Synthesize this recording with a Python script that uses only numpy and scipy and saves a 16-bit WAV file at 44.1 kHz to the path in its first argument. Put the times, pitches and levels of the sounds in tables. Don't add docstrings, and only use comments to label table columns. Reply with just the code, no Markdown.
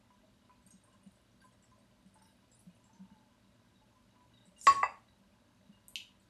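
import sys
import numpy as np
from scipy import signal
from scipy.fft import rfft, irfft
from scipy.io import wavfile
from scipy.ndimage import uniform_filter1d

SR = 44100
rng = np.random.default_rng(int(sys.argv[2]) if len(sys.argv) > 2 else 0)


def inscribe(sig):
    pcm = np.round(np.clip(np.atleast_2d(sig).T, -1, 1) * 32767)
    wavfile.write(sys.argv[1], SR, pcm.astype(np.int16))


N = 277389
TIME = np.arange(N) / SR
RING_TIME = TIME[:SR // 2]


def gain_of(db):
    return 10 ** (np.asarray(db) / 20)


def evened(x):
    return x / np.sqrt(np.mean(x ** 2) + 1e-20)


def read(points, hz):
    f, value = np.transpose(points)
    return np.interp(np.log(hz + 1), np.log(f + 1), value)


def add(mix, s, sound):
    part = mix[max(round(s * SR), 0):][:len(sound)]
    part += sound[:len(part)]


def cut(x, hz, kind, order):
    return signal.sosfilt(signal.butter(order, hz, kind, fs=SR, output="sos"), x)


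def noise(colour):
    spectrum = rfft(rng.standard_normal(N))
    shape = gain_of(read(colour, np.fft.rfftfreq(N, 1 / SR)))
    return evened(irfft(spectrum * shape, N))


def mode(hz, t60):
    return np.sin(2 * np.pi * hz * RING_TIME) * np.exp(-np.log(1000) * RING_TIME / t60)


def runs(events, gap_s, fade_db_per_s, spread, uneven_db=2.5, count=10):
    chances = rng.standard_normal((len(events), count, 3))
    for (s, length, db, hz), chance in zip(events, chances):
        yield s, db, hz
        for k, (late, detune, force) in enumerate(chance, 1):
            if k * gap_s < length:
                level = db - fade_db_per_s * k * gap_s + uneven_db * force
                yield s + gap_s * (k + late / 10), level, hz * np.exp(spread * detune)


# (f/Hz, t60/s)
ROOM_DECAY = [(100, 0.4), (300, .45), (1000, 0.32), (3000, 0.31), (7000, 0.29), (12000, 0.25)]


def kitchen(x, wet_db):
    taps = rng.choice([-1., 1.], SR) * (rng.random(SR) < 1 / 8)
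    hz, t, bands = signal.stft(taps, SR, nperseg=256)
    fading = np.exp(-np.log(1000) * t / read(ROOM_DECAY, hz)[:, None])
    tail = signal.istft(bands * fading, SR, nperseg=256)[1]
    tail[:round(.004 * SR)] = 0
    return x + gain_of(wet_db) * signal.fftconvolve(x, tail / np.linalg.norm(tail))[:N]


# (f/Hz, relative level/dB per Hz)
AIR_COLOUR = [(15, -38), (25, -15.5), (102, 0), (150, -5.5), (205, 3), (446, -13.5), (609, -10.5),
              (750, -19.5), (998, -15), (1200, -15.5), (1590, -16), (1810, -19), (3850, -20), (5390, -24),
              (12400, -30.5), (16100, -49.5), (22000, -120)]
# (f/Hz, bandwidth/Hz, level/dB)
DRONE_TONES = [(55.3, 29, -79), (100, 8, -83.5), (115.57, 6, -77.5), (193.8, 6.7, -78), (243.8, 11, -79.5),
               (587.6, 50, -86)]


def background(air_db=-70):
    hz = np.fft.rfftfreq(N, 1 / SR)
    drone = np.zeros(N)
    for f, width, db in DRONE_TONES:
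        spectrum = rfft(rng.standard_normal(N)) / (1 + (2 * (hz - f) / width) ** 2)
        drone += gain_of(db) * evened(irfft(spectrum, N))
    return gain_of(air_db) * noise(AIR_COLOUR) + drone


def bursts(per_s):
    instants = rng.random(N) < per_s / SR
    return instants * gain_of(4 * np.minimum(rng.exponential(1, N), 3))


STIR_FROM_S, STIR_TO_S = .5, 2.9
# (f/Hz, relative level/dB)
PAN_MODES = [(610, 1), (877, -2.5), (1000, -1), (1595, -4), (1970, -8.5), (2880, -6.5), (3860, -6),
             (4600, -12)]


def simmer(fizz_db=-91.5, fizz_per_s=2.5, pan_db=-79, stir_db=4, count=30):
    fizz, pan = np.zeros((2, N))
    for hz in np.geomspace(2500, 10500, count):
        fizz += signal.oaconvolve(bursts(fizz_per_s), mode(hz, 110 / hz)[:2048])[:N]
    for hz, db in PAN_MODES:
        pan += gain_of(db) * signal.oaconvolve(bursts(45), mode(hz, .03))[:N]
    stirring = uniform_filter1d(1. 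* (TIME > STIR_FROM_S) * (TIME < STIR_TO_S), size=SR // 3)
    bubbles = gain_of(fizz_db + stir_db * stirring) * evened(fizz) + gain_of(pan_db) * evened(pan)
    return kitchen(bubbles, wet_db=-4)


BUMP_HZ = 189
# (t/s, level/dB, time to peak/s)
BUMP_EVENTS = [(0.654, -57.5, .012), (0.733, -56, .012), (1.059, -50, .011), (2.057, -55, .008),
               (2.665, -48, .013), (2.99, -47, .024), (3.112, -51.5, .008), (4.47, -57, .013),
               (5.69, -50.5, .008)]


def bumps():
    out = np.zeros(N)
    detunes = rng.normal(0, .025, len(BUMP_EVENTS))
    for (s, db, swell), detune in zip(BUMP_EVENTS, detunes):
        u = RING_TIME / swell
        push = (u * np.exp(1 - u)) ** 1.5
        add(out, s, gain_of(db) * push * np.sin(2 * np.pi * BUMP_HZ * (1 + detune) * RING_TIME))
    return kitchen(out, wet_db=-15.5)


PLOP_GAP_S, PLOP_FADE_DB_PER_S, PLOP_SPREAD = .052, 18, .035
# (t/s, run length/s, relative level/dB, f/Hz)
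PLOP_RUNS = [(0.103, .02, -54, 983), (0.234, .02, -57, 635), (0.494, .02, -50, 997),
             (0.875, .06, -56, 1060), (1.416, .02, -52.5, 1575), (1.439, .02, -52, 1015),
             (1.714, .02, -56, 1024), (2.156, .06, -51, 875), (2.894, .32, -55, 884),
             (3.813, .02, -58, 864), (3.953, .02, -58.5, 1015), (4.154, .06, -52.5, 990)]


def plops(db=-4.5, note_t60=.13, rise_s=.005, splash_db=-9, splash_s=.0051):
    out = np.zeros(N)
    for s, level, hz in runs(PLOP_RUNS, PLOP_GAP_S, PLOP_FADE_DB_PER_S, PLOP_SPREAD):
        splash = cut(rng.standard_normal(len(RING_TIME)), hz * 1.73, "low", order=3)
        splash = evened(cut(splash, hz / 2, "high", order=2)) * np.exp(-RING_TIME / splash_s)
        note = mode(hz, note_t60) * (1 - np.exp(-RING_TIME / rise_s))
        add(out, s, gain_of(level + db) * (note + gain_of(splash_db) * splash))
    return kitchen(out, wet_db=-3.5)


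STRAY_DB, STRAY_HZ = -62, 8400


def strays(count=12):
    places = (np.arange(count) + rng.random(count)) / count
    times = STIR_FROM_S + (STIR_TO_S - STIR_FROM_S) * places
    pitches = STRAY_HZ * np.exp(SMACK_SPREAD * rng.standard_normal(count))
    return [(s, STRAY_DB, hz) for s, hz in zip(times, pitches)]


SMACK_GAP_S, SMACK_FADE_DB_PER_S, SMACK_SPREAD = .042, 30, .06
# (t/s, run length/s, relative level/dB, f/Hz)
SMACK_RUNS = [(0.6636, .02, -47, 8640), (0.7057, .02, -45, 8420), (0.836, .02, -52.5, 8660),
              (1.0322, .1, -57.5, 8850), (1.4146, .06, -58.5, 9700), (1.6237, .02, -55.5, 7730),
              (2.14, .02, -55, 8780), (2.2197, .06, -53, 8810), (2.5142, .02, -52, 7660),
              (2.5473, .06, -52, 9000), (2.8403, .02, -55, 7520), (2.9312, .02, -56, 6150),
              (4.4535, .02, -52.5, 7973), (6.1977, .02, -58, 8050)]


def smacks(snap_db=-4, snap_t60=.021, bubble_db=-13, bubble_t60=.026, wait_s=.011, count=10):
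    out = np.zeros(N)
    onset = 1 - np.exp(-RING_TIME / .0007)
    events = [*runs(SMACK_RUNS, SMACK_GAP_S, SMACK_FADE_DB_PER_S, SMACK_SPREAD), *strays()]
    for s, level, hz in events:
        add(out, s + .00091, gain_of(level + snap_db) * mode(hz, snap_t60) * onset)
        waits = rng.exponential(wait_s, count)
        detunes = rng.normal(-.038, .23, count)
        sizes = rng.random(count)
        for wait, detune, size in zip(waits, detunes, sizes):
            bubble = mode(hz * np.exp(detune), bubble_t60) * onset
            add(out, s + wait, gain_of(level + bubble_db) * size * bubble)
    return kitchen(out, wet_db=0)


PING_GAP_S, PING_FADE_DB_PER_S, PING_SPREAD = .035, 25, .02
# (t/s, run length/s, relative level/dB, f/Hz)
PING_RUNS = [(0.672, .04, -62, 4700), (1.404, .02, -60, 4640), (2.1871, .08, -59.5, 5200),
             (3.755, .02, -62, 3800), (4.3355, .12, -59, 3860), (4.563, .02, -58, 2834),
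             (5.084, .02, -57.5, 3907), (5.7259, .02, -62.5, 2850)]


def pings(db=-4, rise_s=.0027, pan_db=-3):
    out = np.zeros(N)
    pan = sum(gain_of(pan_db + mode_db) * mode(hz, .06) for hz, mode_db in PAN_MODES if hz > 1500)
    onset = 1 - np.exp(-RING_TIME / rise_s)
    for s, level, hz in runs(PING_RUNS, PING_GAP_S, PING_FADE_DB_PER_S, PING_SPREAD):
        ping = mode(hz, .11 * (3500 / hz) ** 2)
        add(out, s, gain_of(level + db) * (ping + pan) * onset)
    return kitchen(out, wet_db=-1.5)


# (t/s, relative level/dB, lowest f/Hz)
CLICK_EVENTS = [(5.8828, -25, 8400), (5.9568, -27.5, 2558)]
# (f/Hz, relative level/dB)
CLICK_SPECTRUM = [(2000, -2.5), (2950, 5.5), (3900, -4), (5000, -7), (6500, -11), (9000, -15),
                  (10400, -27.5), (11500, -17), (13000, -31)]


def clicks(db=9, chatter_db=-20, chatter_s=.00281, ring_hz=2930, ring_db=-42, ring_t60=.14):
    log_gain = np.log(gain_of(read(CLICK_SPECTRUM, abs(np.fft.fftfreq(1024, 1 / SR)))))
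    snap = np.fft.ifft(np.exp(np.conj(signal.hilbert(log_gain)))).real
    snap /= abs(snap).max()
    ring = gain_of(ring_db) * mode(ring_hz, ring_t60)
    out = np.zeros(N)
    for s, level, low_hz in CLICK_EVENTS:
        chatter = rng.standard_normal(len(RING_TIME)) * np.exp(-RING_TIME / chatter_s)
        contact = gain_of(chatter_db) * chatter
        contact[0] = 1
        click = signal.fftconvolve(contact, snap)[:len(contact)] + ring
        add(out, s, gain_of(level + db) * cut(click, low_hz, "high", order=9))
    return kitchen(out, wet_db=-1.5)


SLIDE_FROM_S, SLIDE_ATTACK_S, SLIDE_DB, SLIDE_FADE_DB_PER_S = 4.565, .1, -49.5, 120
# (f/Hz, relative level/dB)
SLIDE_SPECTRUM = [(1500, -33.5), (4500, -20), (5500, -9), (7500, -3), (9000, -8), (10500, -18),
                  (12500, -25)]


def slide(squeak_share=.9, count=24):
    squeaks = np.zeros(N)
    for hz in np.geomspace(3300, 11500, count):
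        slips = rng.standard_normal(N) * (rng.random(N) < 14 / SR)
        squeak = signal.oaconvolve(slips, mode(hz, .035)[:2048])[:N]
        squeaks += gain_of(read(SLIDE_SPECTRUM, hz)) * squeak
    age = TIME - SLIDE_FROM_S
    speed = np.clip(age / SLIDE_ATTACK_S, 0, 1)
    fade = gain_of(SLIDE_DB - SLIDE_FADE_DB_PER_S * np.maximum(age - SLIDE_ATTACK_S, 0))
    return fade * (speed ** 2 * noise(SLIDE_SPECTRUM) + speed * squeak_share * evened(squeaks))


# (f/Hz, relative level/dB)
THUD_SPECTRUM = [(25, -18.5), (40, -10.5), (54, 1), (80, -2), (118, 3.5), (160, -13), (250, -5), (350, -14),
                 (500, -25), (1000, -60)]


def thud(db=-46, swell_s=.010145, t60=.5714):
    age = np.maximum(TIME - BLOWS[0][0], 0)
    envelope = (1 - np.exp(-age / swell_s)) * np.exp(-np.log(1000) * age / t60)
    return gain_of(db) * noise(THUD_SPECTRUM) * envelope


BELL_HZ, BELL_BEAT_HZ = 1107.3, 7
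# (f/Hz, split/Hz, relative level under the head/dB, under the handle/dB, t60 under the head/s)
STEEL_MODES = [(BELL_HZ, BELL_BEAT_HZ, -14.5, -12, 0.3368), (387.5, -1, -60, -63.5, 0.7),
               (844.5, 9, -44.5, -21, 0.3069), (1309, 3.5, -29.5, -31.5, 0.1062),
               (1551, 13.5, -45.5, -29.5, 0.2), (1976, 12, -41, -17, .17), (2647, 8, -38, -18, .22),
               (3709.5, 60, -53, -41.5, 0.29), (4313.5, 9, -48.5, -48.5, 0.2226),
               (4753, 22, -38, -27, 0.2087), (4800, 75, -50, -32, .2), (4978, 7.5, -50, -35.5, 0.1575),
               (5812, 40.5, -60.5, -42, 0.0031), (7345, 4, -37.5, -30.5, .16), (7424, 55, -60, -42, .2)]


def steel_ring(handle, rise_s=.0076, buzz_db=-27, buzz_s=.0106, damped=.499):
    ring = np.zeros(len(RING_TIME))
    for hz, split, head_db, handle_db, t60 in STEEL_MODES:
        if handle:
            t60 = t60 * damped
        pair = mode(hz - split / 2, t60) + mode(hz + split / 2, t60)
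        build_up = 1 - np.exp(-RING_TIME * hz / (rise_s * BELL_HZ))
        ring += gain_of(handle_db if handle else head_db) * pair * build_up
    if handle:
        buzz = gain_of(buzz_db) * rng.standard_normal(len(RING_TIME)) * np.exp(-RING_TIME / buzz_s)
        ring = ring + signal.fftconvolve(ring, buzz)[:len(ring)]
    return ring


HEAD_BAND, HANDLE_BAND = (197, 10000), (470, 2700)
# (t/s, wood level/dB, crack level/dB, ring level/dB, contact place 0 head - 1 handle)
BLOWS = [(4.6687, -17.5, -18.5, -0.5, 0), (4.8302, -14.5, -31, -28.5, 1), (4.8392, -30.5, -30.5, -28.5, 1),
         (4.862, -39, -39.5, -36, 1), (4.893, -45, -52.5, -42.5, 1)]
# (f/Hz, relative level/dB, t60/s)
WOOD_MODES = [(470, -18, 0.036), (625, -22, 0.081), (785.2, -11.5, .05), (897.1, -14, 0.0606),
              (1000.4, -7.5, .05), (1165.7, -4, .055), (1668, -24, 0.14), (1870, -21, .05),
              (2013.1, -11, .06), (2300, -33.5, .04), (2680, -24, 0.013)]
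# (f/Hz, relative level/dB)
CRACK_SPECTRUM = [(200, -16), (500, -9), (850, 1.5), (1400, -0.5), (2200, -2.5), (2900, -14), (3800, -5.5),
                  (6500, -15), (8200, -19), (12000, -32.5)]


def knocks(crack_s=.0035):
    cracks, wood, steel = np.zeros((3, N))
    clack = sum((-1) ** k * gain_of(db) * mode(hz, t60) for k, (hz, db, t60) in enumerate(WOOD_MODES))
    for s, wood_db, crack_db, ring_db, place in BLOWS:
        handle = place > .5
        low_hz, high_hz = HANDLE_BAND if handle else HEAD_BAND
        crack = noise(CRACK_SPECTRUM)[:len(RING_TIME)] * np.exp(-RING_TIME / crack_s)
        crack = cut(cut(crack, high_hz, "low", order=9), low_hz, "high", order=6)
        add(cracks, s, gain_of(crack_db) * crack)
        knock = cut(cut(clack, high_hz, "low", order=6), low_hz, "high", order=5)
        add(wood, s, gain_of(wood_db) * knock)
        add(steel, s, gain_of(ring_db) * steel_ring(handle))
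    near_steel = kitchen(steel, wet_db=-26)
    bright = cut(steel, 1900, "high", order=7)
    shimmer = kitchen(bright, wet_db=-12) - bright
    return kitchen(cracks, wet_db=-4) + kitchen(wood, wet_db=-14.5) + near_steel + shimmer


def scene():
    blows = knocks() + thud()
    food = bumps() + plops() + pings() + smacks() + simmer()
    return (blows + food + clicks() + slide() + background())[None]


def record(dry):
    lean = cut(dry, 36, "high", order=4)
    treble_limit = signal.firwin(401, 12650, window=("kaiser", 8), fs=SR)
    return signal.oaconvolve(lean, treble_limit[None], "same")


dry = scene()
out = record(dry)
inscribe(out)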